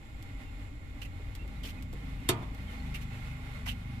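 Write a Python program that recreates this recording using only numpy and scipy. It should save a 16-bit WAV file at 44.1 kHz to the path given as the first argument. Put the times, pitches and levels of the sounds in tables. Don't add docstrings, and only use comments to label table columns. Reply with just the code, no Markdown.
import sys
import numpy as np
from scipy import signal
from scipy.fft import rfft, irfft
from scipy.io import wavfile

SR = 44100
rng = np.random.default_rng(int(sys.argv[2]) if len(sys.argv) > 2 else 0)


def persist_wave(psi):
    counts = np.round(np.clip(psi, -1, 1) * 32767).astype(np.int16)
    wavfile.write(sys.argv[1], SR, np.atleast_2d(counts).T)


N = 176400
T = np.arange(N) / SR
FREQS = np.maximum(np.arange(N // 2 + 1) * SR / N, 1)


def undb(db):
    return 10 ** (np.asarray(db) / 20)


def curve(rows, column=1):
    rows = np.array(rows)
    return np.interp(T, rows[:, 0], rows[:, column])


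def over_hz(rows, hz=FREQS, column=1):
    rows = np.array(rows)
    return np.interp(np.log(hz), np.log(rows[:, 0]), rows[:, column])


def shape(x, gain):
    return irfft(rfft(x) * gain, N)


def colour(x, db):
    cepstrum = irfft(np.log(undb(db)), N)
    cepstrum[..., 1:N // 2] *= 2
    cepstrum[..., N // 2 + 1:] = 0
    return shape(x, np.exp(rfft(cepstrum)))


def unit(x):
    return x / np.sqrt(np.mean(x ** 2))


def unit_energy(x):
    return unit(x) / np.sqrt(N)


def fade(t60):
    return np.exp(-np.log(1000) * T / t60)


def pan(db):
    return undb(np.array([[db], [-db]]) / 2)


def wander(rate_hz):
    return unit(shape(rng.standard_normal(N), np.exp(-(FREQS / rate_hz) ** 2)))


def noise():
    # frequency in Hz, correlation between the two microphone ports.
    likeness = [(60, 0.93), (130, 0.99), (290, 0.79), (630, 0.49), (1390, -0.39), (3000, 0.068),
                (14000, -0.28)]
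    correlation = over_hz(likeness)
    mid = shape(rng.standard_normal(N), np.sqrt(1 + correlation))
    side = shape(rng.standard_normal(N), np.sqrt(1 - correlation))
    return unit(np.array([mid + side, mid - side]))


def strike(hits, response):
    force = np.zeros(N)
    for start, db in hits:
        force[int(start * SR)] += undb(db)
    return signal.fftconvolve(force[None], response, axes=1)[:, :N]


def burst(spectrum, t60):
    return unit_energy(colour(noise() * fade(t60), over_hz(spectrum)))


def reflections(rows):
    source, out = noise(), 0
    for hz in 125 * 2 ** (np.arange(15) / 2):
        band = np.clip(1 - 2 * np.abs(np.log2(FREQS / hz)), 0, 1)
        out += shape(source, band) * undb(over_hz(rows, hz)) * fade(over_hz(rows, hz, column=2))
    return unit_energy(out)


def walls(x):
    wet = undb(-5)
    echo = signal.fftconvolve(x, unit_energy(noise() * fade(t60=0.057)), axes=1)[:, :N]
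    return (x + wet * echo) / np.hypot(1, wet)


def engine():
    # time in seconds, shaft turns per second.
    speed = [(0, 24.5), (1, 27.5), (1.6, 25.9), (2.3, 26.7), (2.94, 26.25), (3.5, 24.1), (4, 25.5)]
    # time in seconds, level of the bass orders in dB, level of the upper orders in dB.
    levels = [(0, -53, -62.5), (1, -43, -58), (1.7, -41.5, -43.5), (2.3, -44, -45), (2.8, -35.5, -38),
              (3.3, -40.5, -41.5), (4, -36.5, -40)]
    # multiple of the shaft rate, relative level in dB.
    orders = [(1, -13), (2, -4), (3, -8), (4, -11), (5, -7), (6, -12), (7, -13), (8, -19.5), (9, -14),
              (10, -14.5), (11, -23.5), (12, -43), (14, -39.5)]
    turns = np.cumsum(curve(speed) * (1 + 0.01337 * wander(rate_hz=4.16))) / SR
    bass_db, upper_db, out = curve(levels), curve(levels, column=2), 0
    for order, db in orders:
        level_db, waver_depth = (bass_db, 0.43) if order <= 4 else (upper_db, 0.87)
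        waver = 1 + waver_depth * (wander(7.1) + 1j * wander(4.7))
        tone = np.exp(2j * np.pi * (order * turns + rng.random()))
        out += undb(db + level_db) * unit(np.real(waver * tone))
    return out


def rumble():
    # frequency in Hz, relative noise density in dB.
    spectrum = [(12, -3.5), (28, -3), (48, 9.5), (65, -4.5), (95, 3.5), (140, -11), (200, -15), (280, -8),
                (370, -28), (600, -26), (1500, -59.5)]
    # time in seconds, level in dB.
    levels = [(0, -43), (.8, -42.5), (2.2, -42), (2.8, -49), (4, -46)]
    return unit(colour(noise(), over_hz(spectrum))) * undb(curve(levels))


def outdoor_hiss():
    # frequency in Hz, relative noise density in dB.
    spectrum = [(150, -4), (400, 1.5), (600, -2), (830, 2.2), (1100, 0.3), (1500, -0.5), (2300, -3.5),
                (2750, -3.5), (3150, -8), (3600, -5), (4800, -15.5), (6300, -19), (7400, -21), (8200, -21),
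                (14000, -20.5)]
    # time in seconds, level in dB.
    levels = [(0, -56.5), (.85, -56.5), (1.2, -56), (2.25, -53.5), (2.55, -52.5), (2.8, -51), (3.55, -51.5),
              (3.85, -54.5), (4, -51)]
    # resonance in Hz, width in Hz, lift in dB.
    hollow = [(463, 40, 1.5), (808, 45, 4.5), (940, 63, -0.5), (2133, 150, 6), (2606, 104, 2)]
    hollow_db = sum(db / (1 + (2 * (FREQS - hz) / width) ** 2) for hz, width, db in hollow)
    air = unit(walls(colour(noise(), over_hz(spectrum) + hollow_db)))
    flicker_db = 1.25 * wander(rate_hz=8.2)
    return air * undb(curve(levels) + flicker_db) * pan(db=-1)


def whine():
    # time in seconds, level in dB.
    levels = [(0, -74.5), (.6, -75.5), (1, -77), (2.2, -77.5), (2.6, -78.5), (3, -71.5), (3.35, -76.5),
              (3.6, -74), (4, -88)]
    centre_hz, half_width_hz = 7310, 230
    band = 1 / (1 + ((FREQS - centre_hz) / half_width_hz) ** 2)
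    return unit(shape(noise(), band)) * undb(curve(levels))


def ticks():
    # start in seconds, level in dB.
    taps = [(.2262, -32), (1.0185, -31), (1.352, -27), (1.359, -35), (1.478, -37.5), (1.8248, -29.5),
            (1.929, -33.5), (1.936, -35), (2.203, -42.5), (2.425, -39), (2.548, -35)]
    # frequency in Hz, relative level in dB.
    spectrum = [(500, -8), (1400, 1), (2500, 5), (4300, 6.5), (6500, 0.5), (10000, -2.5), (13000, 2.5)]
    transient = unit_energy(colour(signal.unit_impulse(N), over_hz(spectrum)))
    tail = undb(2) * burst(spectrum, t60=0.054)
    return strike(taps, transient + tail)


def chirps():
    # centre in seconds, length in seconds, pitch in Hz, glide in Hz per second, level in dB.
    notes = [(0.48, 0.066, 2740, -2000, -66), (1.412, 0.057, 2700, 1500, -61.5),
             (1.578, 0.041, 3880, 0, -65), (1.786, 0.025, 2500, 0, -59), (2.195, 0.034, 2730, 0, -62.5),
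             (2.267, .04, 2760, -1500, -63), (2.433, 0.029, 3510, -3000, -60),
             (2.702, 0.045, 3040, -7000, -58.5), (2.802, 0.025, 4260, 0.5, -64.5),
             (3.129, .04, 2620, 2500, -58.5), (3.25, .04, 3540, 0, -67), (3.316, .09, 2570, -1000, -59.5)]
    blur = 1 + np.array([wander(75) + 1j * wander(70) for _ in range(2)])
    out = 0
    for centre, length, hz, glide, db in notes:
        t = T - centre
        envelope = undb(db) * np.exp(-(2 * t / length) ** 2)
        out += envelope * np.exp(2j * np.pi * (hz * t + glide * t ** 2 / 2))
    return np.real(out * blur)


def scuffs():
    # start in seconds, time until release in seconds, level in dB, resonance in Hz,
    # its half-width in Hz, hiss against the resonance in dB.
    rubs = [(1.014, 0.01, -48.5, 2630, 500, 2), (1.023, 0.011, -51, 2620, 260, -3.5),
            (1.046, 0.011, -53, 2570, 380, -1.5), (1.63, 0.012, -47, 3200, 420, 1.5),
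            (1.646, 0.016, -51, 2900, 1000, 5.5), (1.669, 0.01, -49.5, 2500, 300, -1),
            (1.684, 0.022, -55, 2820, 900, 5), (2.938, 0.025, -44.5, 2570, 480, -1),
            (3.007, 0.025, -63, 2530, 700, 9), (3.656, 0.011, -41.5, 2180, 500, -0.5),
            (3.672, 0.027, -40, 2860, 560, -1.5), (3.707, 0.013, -52, 2750, 450, 0.5)]
    # frequency in Hz, relative noise density in dB.
    hiss_spectrum = [(300, -12), (900, -5), (1700, 5), (2900, 2), (3500, 6.5), (4300, 2), (5500, 0),
                     (8000, -6), (10000, -5), (13500, -2)]
    attack_s, release_s, grain_db, grain_samples = 0.0069, 0.0095, 3, 30
    grains = np.repeat(rng.standard_normal(N // grain_samples + 1), grain_samples)[:N]
    slips = noise() * undb(grain_db * grains)
    hiss, out = unit(colour(slips, over_hz(hiss_spectrum))), 0
    for start, length, db, hz, half_width, hiss_db in rubs:
        detuning = hz / (2 * half_width) * (FREQS / hz - hz / FREQS)
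        body = unit(shape(slips, 1 / (1 + 1j * detuning) ** 2))
        attack = np.clip((T - start) / attack_s, 0, 1)
        release = np.exp(-np.maximum(T - start - length, 0) / release_s)
        out += undb(db) * attack * release * (body + undb(hiss_db) * hiss)
    return walls(out) * pan(db=-0.5)


def bumps():
    # start in seconds, level in dB, spectral peak in Hz.
    knocks = [(1.195, -24.5, 400), (1.413, -25, 350), (1.442, -23.5, 370), (1.64, -22.5, 400),
              (1.929, -18, 380), (2.425, -20, 920), (3.662, -17, 940)]
    press_s, slope_db_per_octave = 0.0049, 11.5
    envelope, out = fade(t60=0.097) * (1 - np.exp(-T / press_s)), 0
    for start, db, hz in knocks:
        thud = colour(noise() * envelope, -slope_db_per_octave * np.abs(np.log2(FREQS / hz)))
        out += strike([(start, db)], unit_energy(thud))
    return out


def breaker():
    # start in seconds, level in dB.
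    impacts = [(2.2853, -19), (2.2881, -19), (2.2888, -5), (2.2897, 5), (2.2926, -12), (2.2965, -10.5),
               (2.3005, -11), (2.304, -21)]
    # frequency in Hz, relative noise density in dB.
    crack_spectrum = [(300, -27), (1000, -18), (1600, -2), (2200, -9), (3700, 13.5), (5500, 0.5),
                      (8300, 11), (11000, -5), (13000, 7.5)]
    # pitch in Hz, relative level in dB, t60 in seconds.
    housing_modes = [(1720, -5, 0.057), (2000, -10, 0.089), (2180, -18.5, 0.034), (2700, -11, .06),
                     (3080, -13, 0.072), (3700, 0, 0.034), (4330, -11, 0.08), (6170, -19, .07),
                     (7600, -4, 0.032), (8300, -2, 0.04), (8800, -15, .07), (10750, -14, 0.03),
                     (13530, -7, 0.03)]
    # frequency in Hz, relative noise density in dB, t60 in seconds.
    inside = [(150, -12, 0.13), (280, 1, .1), (420, 14, 0.083), (590, -5, 0.15), (975, 6.5, 0.12),
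              (1400, 3, 0.15), (2000, -0.5, 0.11), (2900, 3, 0.12), (4000, 1, 0.11), (6000, -5, 0.09),
              (8400, -6.5, 0.1), (13900, 5.5, 0.029)]
    linger = [(197, 8, 1), (563, 1, 0.73), (970, -0.5, 0.85), (1600, -2, 0.41), (3180, -6, 0.33),
              (6000, -38, 0.19), (14000, -24, .2)]
    # pitch in Hz, relative level in dB, t60 in seconds, left minus right in dB.
    steel_modes = [(104.8, -4.5, 0.34, -2), (122.5, -4, 0.53, 2.5), (280, -23, 0.44, 0),
                   (339, -12.5, 0.31, -7), (366, 5, 0.13, -2), (413, 0.5, 0.11, 3), (465, -17.5, .24, 2),
                   (669, -10, 0.2, 12), (692, -19, 0.3, 6), (858, -22, 0.44, 0), (936, -12.5, 0.39, -2),
                   (1010, -3.5, 0.063, -2), (1154, -21, 0.28, 1), (1218, -18, 0.42, -4)]
    swell_s, steel_lag_s, steel_db = 0.0014, 0.002825, -27.5
    housing = sum(undb(db) * fade(t60) * np.sin(2 * np.pi * (hz * T + rng.random((2, 1))))
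                  for hz, db, t60 in housing_modes)
    click = undb(-4) * burst(crack_spectrum, t60=0.006) + undb(-31) * housing
    echoes = undb(-1.5) * reflections(inside) + undb(-8) * reflections(linger)
    steel = sum(undb(db) * pan(pan_db) * fade(t60) * np.sin(2 * np.pi * hz * T)
                for hz, db, t60, pan_db in steel_modes)
    swell = 1 - np.exp(-T / swell_s)
    hardest_s = max(impacts, key=lambda row: row[1])[0]
    snap = strike(impacts, click + echoes * swell)
    return snap + strike([(hardest_s + steel_lag_s, steel_db)], steel * swell)


def scene():
    bed = engine() + rumble() + outdoor_hiss() + whine()
    return bed + ticks() + chirps() + scuffs() + bumps() + breaker()


def record(dry):
    # frequency in Hz, left minus right in dB.
    ports = [(100, 1.2), (380, -3), (690, 1.5), (1280, -1.5), (2350, -8.5), (4300, -3.5), (6300, 4),
             (7400, 9), (8200, 12.5), (9800, 4.5), (11300, -3), (13500, 1)]
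    top_hz = 14300
    lean_db = over_hz(ports) / 2
    heard = colour(dry, np.array([lean_db, -lean_db]))
    return signal.sosfilt(signal.ellip(10, .2, 80, top_hz, fs=SR, output="sos"), heard)


dry = scene()
out = record(dry)
persist_wave(out)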